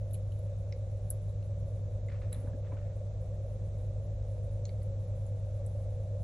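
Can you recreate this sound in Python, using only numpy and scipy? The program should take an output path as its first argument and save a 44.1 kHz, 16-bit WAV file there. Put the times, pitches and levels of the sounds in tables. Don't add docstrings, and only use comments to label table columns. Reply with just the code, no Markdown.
import sys
import numpy as np
from scipy import signal
from scipy.fft import rfft, irfft
from scipy.io import wavfile
from scipy.ndimage import uniform_filter1d

SR = 44100
rng = np.random.default_rng(int(sys.argv[2]) if len(sys.argv) > 2 else 0)


def to_wav(s):
    ch = np.atleast_2d(s).T
    pcm = np.round(np.clip(ch, -1, 1) * 32767)
    wavfile.write(sys.argv[1], SR, pcm.astype(np.int16))


def invert_db(x):
    u = np.asarray(x, float) / 20
    return 10 ** u


N = 274743


def evened(x):
    return x / np.sqrt(np.mean(x ** 2) + 1e-20)


def read(points, hz):
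    f, value = np.transpose(points)
    return np.interp(np.log(hz + 1), np.log(f + 1), value)


def add(mix, s, sound):
    part = mix[round(s * SR):][:len(sound)]
    part += sound[:len(part)]


def drift(top_hz):
    t = np.arange(0, N + 256, 256) / SR
    slow = np.zeros(len(t))
    for f in np.geomspace(0.1, top_hz, num=16):
        slow += np.sin(2 * np.pi * (f * t + rng.random())) / np.sqrt(f)
    return np.interp(np.arange(N) / SR, t, evened(slow))


def tone(hz, level_db, waver_db, wander_rad):
    phase = 2 * np.pi * (hz * np.arange(N) / SR + rng.random()) + wander_rad * drift(1.7)
    return np.sqrt(2) * invert_db(level_db + waver_db * drift(2.3)) * np.sin(phase)


def machines():
    # pitch_hz, level_db (rms)
    mains = (100.04, -36.6)
    # order, level_db (rms), waver_db
    fan = [(2, -52.8, .4), (3, -55.9, 1.5), (4, -51.3, 1.5), (6, -61.5, 2.5)]
    # pitch_hz, level_db (rms), waver_db
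    motors = [(48.17, -47.8, 2.2), (76.97, -52.5, 2), (108.87, -48.9, 1), (126, -60, 3), (187.4, -73, 3),
              (252, -75, 4)]
    shaft_hz = 15.04
    lines = tone(*mains, 0.62, 0.094)
    for order, level_db, waver_db in fan:
        lines += tone(order * shaft_hz, level_db, waver_db, 0.19)
    for pitch_hz, level_db, waver_db in motors:
        lines += tone(pitch_hz, level_db, waver_db, 0.59)
    slope = np.gradient(lines) * SR
    half_lag_s = 0.00013
    return lines + np.outer([1, -1], slope) * half_lag_s


def air(colour, level_db, swell_db):
    # pitch_hz, likeness (-1 to 1)
    likeness = [(40, .996), (100, 0.89), (160, 1), (300, 0.7), (560, 1), (800, 0.49), (1150, 0.072),
                (2300, 0.6), (3600, 0.073), (6000, 0.34), (11000, -0.34)]
    hz = np.fft.rfftfreq(N, 1 / SR)
    left, other = rfft(rng.standard_normal((2, N)))
    same = np.clip(read(likeness, hz), -1, 1)
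    right = same * left + np.sqrt(1 - same ** 2) * other
    spectrum = np.array([left, right]) * invert_db(read(colour, hz))
    return invert_db(level_db + swell_db * drift(9.5)) * evened(irfft(spectrum, N))


def room_rumble():
    # pitch_hz, density_db (per Hz)
    colour = [(12, -49.5), (24, -39.5), (36, -12), (60, 5), (120, -1.5), (165, 0), (190, -12), (260, -19.5),
              (420, -16), (900, -34), (1400, -55.5)]
    return air(colour, -47, 1.0)


def cooling_duct():
    # pitch_hz, density_db (per Hz)
    colour = [(380, -34), (455, -16.5), (480, -4), (510, -1), (555, 0.5), (600, -3), (680, -13.5),
              (800, -20.5), (1000, -37), (1500, -50.5)]
    return air(colour, -51.5, 1.0)


def hiss():
    # pitch_hz, density_db (per Hz)
    body = [(530, -36), (900, -4.5), (1090, -3), (1180, -2), (1220, -5), (1810, -10), (2300, -10.5),
            (3110, -14), (3690, -9), (4780, -17), (6190, -12), (7600, -13), (9880, -46), (16700, -120)]
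    # pitch_hz, density_db (per Hz)
    port = [(8600, -17.5), (9600, -15.5), (10700, -6), (11300, -14.5), (12200, -15)]
    return air(body[:-2] + port, -67, 0.15)


def stroke(start_s, hold_s, level_db, rise_s, fade_s, sag_db):
    t = np.arange(N) / SR - start_s
    rise = np.clip(t / rise_s, 0, 1) ** 2
    sag = sag_db * np.clip(t / hold_s, 0, 1)
    release = -60 * np.maximum(t - hold_s, 0) / fade_s
    return rise * invert_db(level_db + sag + release)


def rub(colour, per_s, uneven_db):
    slips = rng.random(N) < per_s / SR
    grains = invert_db(uneven_db * rng.exponential(1, N)) * rng.standard_normal(N) * slips
    hz = np.fft.rfftfreq(N, 1 / SR)
    return evened(irfft(rfft(grains) * invert_db(read(colour, hz)), N))


def drag():
    # start_s, hold_s, level_db
    drags = [
        (0.086, 0.059, -84),
        (0.315, 0.14, -79),
        (1.117, .06, -74),
        (1.2, 0.2, -85.5),
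        (2.328, .08, -64.5),
        (4.797, 0.091, -81),
        (6.175, .06, -82),
    ]
    # pitch_hz, density_db (per Hz)
    colour = [(5000, -28), (7500, -14), (9000, -17.5), (10500, 2.5), (11200, -8), (12000, -29),
              (14000, -37)]
    pressure = sum(stroke(*row, rise_s=0.02, fade_s=0.2, sag_db=-3) for row in drags)
    catching = invert_db(4.0 * drift(40))
    return pressure * catching * rub(colour, 2000, 3)


def ring(hz, t60_s, chatter_s, chance, cycles=3):
    t = np.arange(round((t60_s + 3 * chatter_s) * SR) + 200) / SR
    contacts = np.r_[0, (0.3 + np.sort(chance[:3])) * 2 * chatter_s][:, None]
    size = np.r_[1, 0.6 * chance[3:6]][:, None]
    since = np.maximum(t - contacts, 0)
    rise = (1 - np.exp(-since * hz / cycles)) ** 2
    decay = invert_db(-60 * since / t60_s)
    sound = (size * rise * decay * np.sin(2 * np.pi * hz * since)).sum(0)
    return sound / abs(sound).max()


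def tweezers():
    # start_s, peak_db, ring_hz, arm_db, shank_db
    pinch = [
        (1.1021, -50, 10800, -12, -30),
        (1.1036, -31, 10950, -25, -45),
        (1.1059, -40, 10800, -16, -35),
        (1.1086, -45, 11100, -12, -30),
    ]
    # start_s, peak_db, ring_hz, arm_db, shank_db
    ticks = [(0.1101, -62, 11100, -16, -2), (0.1338, -50, 11240, -22, -23), (0.1374, -52, 10200, -17, -13),
             (0.1422, -45, 10400, -22, -14), (0.1476, -51, 10700, -19, -17), (0.1524, -58, 9950, -17, -4),
             (0.3202, -66, 10850, -21, 0), (0.389, -65, 11100, -18, -11), (1.2937, -79, 10700, -1, 17),
             (2.0844, -82.5, 10100, 13, -2), (2.3266, -47.5, 10430, -12, -29),
             (2.3293, -40.5, 10620, -15, -7.5), (2.3456, -59, 9600, -17, 0), (4.684, -72, 10900, -8, 8),
             (4.6917, -71, 10900, -13, 10), (4.7015, -69, 10870, -13, -5), (4.83, -64, 10800, -7.5, -13),
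             (5.2654, -64, 10500, -6, -15), (5.6627, -54.5, 10430, -5, -21), (5.9065, -73, 10700, -11, 5),
             (6.2196, -66, 10560, -10, -11)]
    arm_hz, shank_hz = 7660, 3900
    out = np.zeros(N)
    for contacts, chatter_s in ((pinch, 0), (ticks, 0.002)):
        for s, peak_db, ring_hz, arm_db, shank_db in contacts:
            chance = rng.random(6)
            arm = arm_hz * (0.906 + 0.17 * chance[0])
            shank = shank_hz * (0.953 + 0.08 * chance[1])
            add(out, s, invert_db(peak_db + 8.5) * ring(ring_hz, 0.0028, chatter_s, chance, cycles=6))
            add(out, s, invert_db(peak_db + arm_db + 9.0) * ring(arm, 0.0069, chatter_s, chance))
            add(out, s, invert_db(peak_db + shank_db) * ring(shank, 0.0047, chatter_s, chance))
    return out


def bench_taps():
    # start_s, peak_db, wood_hz, steel_hz, steel_db
    taps = [(.143, -56, 2980, 4140, -2), (.151, -64, 2500, 3300, 2), (0.3207, -57.5, 3070, 3900, -10),
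            (0.724, -46, 2290, 5300, -1.5), (1.109, -58, 1540, 5760, 3), (1.427, -60, 2830, 4100, -5),
            (2.085, -49, 2080, 3570, -16), (2.1538, -60, 2610, 3900, -12), (2.3273, -55.5, 2150, 3900, 4),
            (2.346, -65, 2380, 3430, 10), (2.4725, -54.5, 1590, 3900, -34),
            (2.5326, -59.5, 1640, 5630, -20), (2.6682, -61, 1800, 3400, -4),
            (2.7214, -54.5, 1046, 2170, -7), (2.7698, -53, 1455, 2900, -14),
            (4.6534, -57.5, 2310, 6400, 10.5), (4.6533, -47, 4160, 6800, -1),
            (4.692, -54.5, 2200, 4380, 2.5), (4.818, -65, 2010, 4400, 1)]
    out = np.zeros(N)
    for s, peak_db, wood_hz, steel_hz, steel_db in taps:
        chance = rng.random(6)
        t60_s = 17.4 / 2000 * (2000 / wood_hz) ** 0.71
        for spread, share_db in ((0.8, -12.5), (1, -0.5), (1.17, -14)):
            wood = ring(wood_hz * spread, t60_s, 0.001497, chance)
            add(out, s, invert_db(peak_db + share_db) * wood)
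        for spread, share_db in ((0.78, -6.5), (0.88, -3), (1, 1.5)):
            steel = ring(steel_hz * spread, 0.48 * t60_s, 0.0015, chance, cycles=3.7)
            add(out, s, invert_db(peak_db + steel_db + share_db) * steel)
    return out


def wrist():
    # start_s, hold_s, level_db, weight (0-1, deepens the sound)
    slides = [
        (2.085, 0.078, -68, 0.07),
        (2.205, 0.046, -69, 0.28),
        (2.313, .11, -68.5, 0.48),
        (2.456, .03, -67, 1),
        (2.634, .04, -70.5, .5),
        (2.709, 0.027, -61, 0.85),
        (2.757, 0.15, -77.5, 0.16),
    ]
    # pitch_hz, density_db (per Hz)
    light_colour = [(700, -26), (1050, -0.5), (1450, 0), (2200, 0), (3500, -12.5), (5000, -14), (8000, -43)]
    # pitch_hz, density_db (per Hz)
    heavy_colour = [(150, -32), (280, 4), (450, 1), (850, 15), (1400, -1), (2200, -5), (4000, -38)]
    pressure = np.array([stroke(*row[:3], rise_s=0.012, fade_s=0.23, sag_db=-4) for row in slides])
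    weight = np.clip(np.transpose(slides)[3], 0, 1)
    light = (1 - weight) @ pressure * rub(light_colour, 2800, 2.4)
    heavy = weight @ pressure * rub(heavy_colour, 3300, 2.9)
    return invert_db(7.5) * (light + heavy)


def bench_knocks():
    # start_s, peak_db, pitch_hz
    knocks = [
        (2.365, -44.5, 226),
        (2.397, -54, 270),
        (2.441, -43, 285),
        (2.468, -44, 243),
        (2.538, -40, 250),
        (2.724, -45.5, 280),
        (2.765, -59, 300),
    ]
    out = np.zeros(N)
    for s, peak_db, pitch_hz in knocks:
        for spread, share_db in ((1, 0), (1.3, -10), (1.7, -10)):
            mode = ring(pitch_hz * spread, 0.067, 0.00437, rng.random(6), cycles=0.91)
            add(out, s, invert_db(peak_db + share_db) * mode)
    return out


def ports(x, lag_s):
    turn = np.exp(1j * np.pi * np.fft.rfftfreq(N, 1 / SR) * lag_s)
    return irfft(rfft(x) * np.array([turn, 1 / turn]), N)


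def shop(x):
    # pitch_hz, t60_s
    decay = [(250, 0.15), (2000, 0.19), (5000, 0.11), (11000, 0.088)]
    taps = np.zeros((2, SR // 2))
    starts = np.arange(90, SR // 2 - 20, 20)
    at = starts + rng.integers(0, 20, (2, len(starts)))
    np.put_along_axis(taps, at, rng.choice([-1., 1.], at.shape), 1)
    hz, t, z = signal.stft(taps, SR, nperseg=256)
    fading = invert_db(-60 * t / read(decay, hz)[:, None])
    tail = signal.istft(z * fading, SR, nperseg=256)[1]
    tail = tail / np.linalg.norm(tail[0])
    return signal.fftconvolve(x[None], tail, axes=1)[:, :N]


def thin(x, bands, rest_db, drop_db):
    hz, t, z = signal.stft(x, SR, nperseg=1024, noverlap=512, boundary="even")
    gain = np.where(hz < bands[-1][1], 1., invert_db(rest_db))[:, None] * np.ones(len(t))
    for low_hz, high_hz, share in bands:
        band = (hz >= low_hz) & (hz < high_hz)
        power = (abs(z[:, band]) ** 2).mean((0, 1))
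        level_db = 10 * np.log10(uniform_filter1d(power, size=4) + 1e-30)
        kept = np.clip((level_db - np.quantile(level_db, share)) / 0.05, 0, 1)
        gain[band] = invert_db(drop_db * (1 - kept))
    return signal.istft(z * gain, SR, nperseg=1024, noverlap=512)[1][:, :N]


def scene():
    drone = machines() + room_rumble() + cooling_duct() + hiss()
    tips = drag() + tweezers()
    wood = bench_taps() + wrist() + bench_knocks()
    direct = ports(tips, 3.0e-5) + ports(wood, 2.5e-5)
    echo = invert_db(-10.5) * shop(tips) + invert_db(-8) * shop(wood)
    return drone + direct + echo


def band_limit(x):
    return signal.sosfilt(signal.butter(12, 15740, fs=SR, output="sos"), x)


def record(dry):
    # low_hz, high_hz, share of frames dropped
    dropped = [(7600, 8300, .12), (8300, 9000, .45), (9000, 9650, .55), (9650, 10350, .6),
               (10350, 11050, .62), (11050, 12250, .95)]
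    # low_hz, high_hz, share of frames dropped
    spared = [(13600, 14300, .8), (14300, 15000, .55), (15000, 15720, .45)]
    sound = thin(dry, dropped, -45, -14)
    high = signal.butter(20, spared[0][0], "highpass", fs=SR, output="sos")
    rounding = signal.sosfilt(high, rng.standard_normal(sound.shape))
    sound = sound + invert_db(-83.5) * thin(rounding, spared, -32.0, -21.5)
    return band_limit(sound)


dry = scene()
out = record(dry)
to_wav(out)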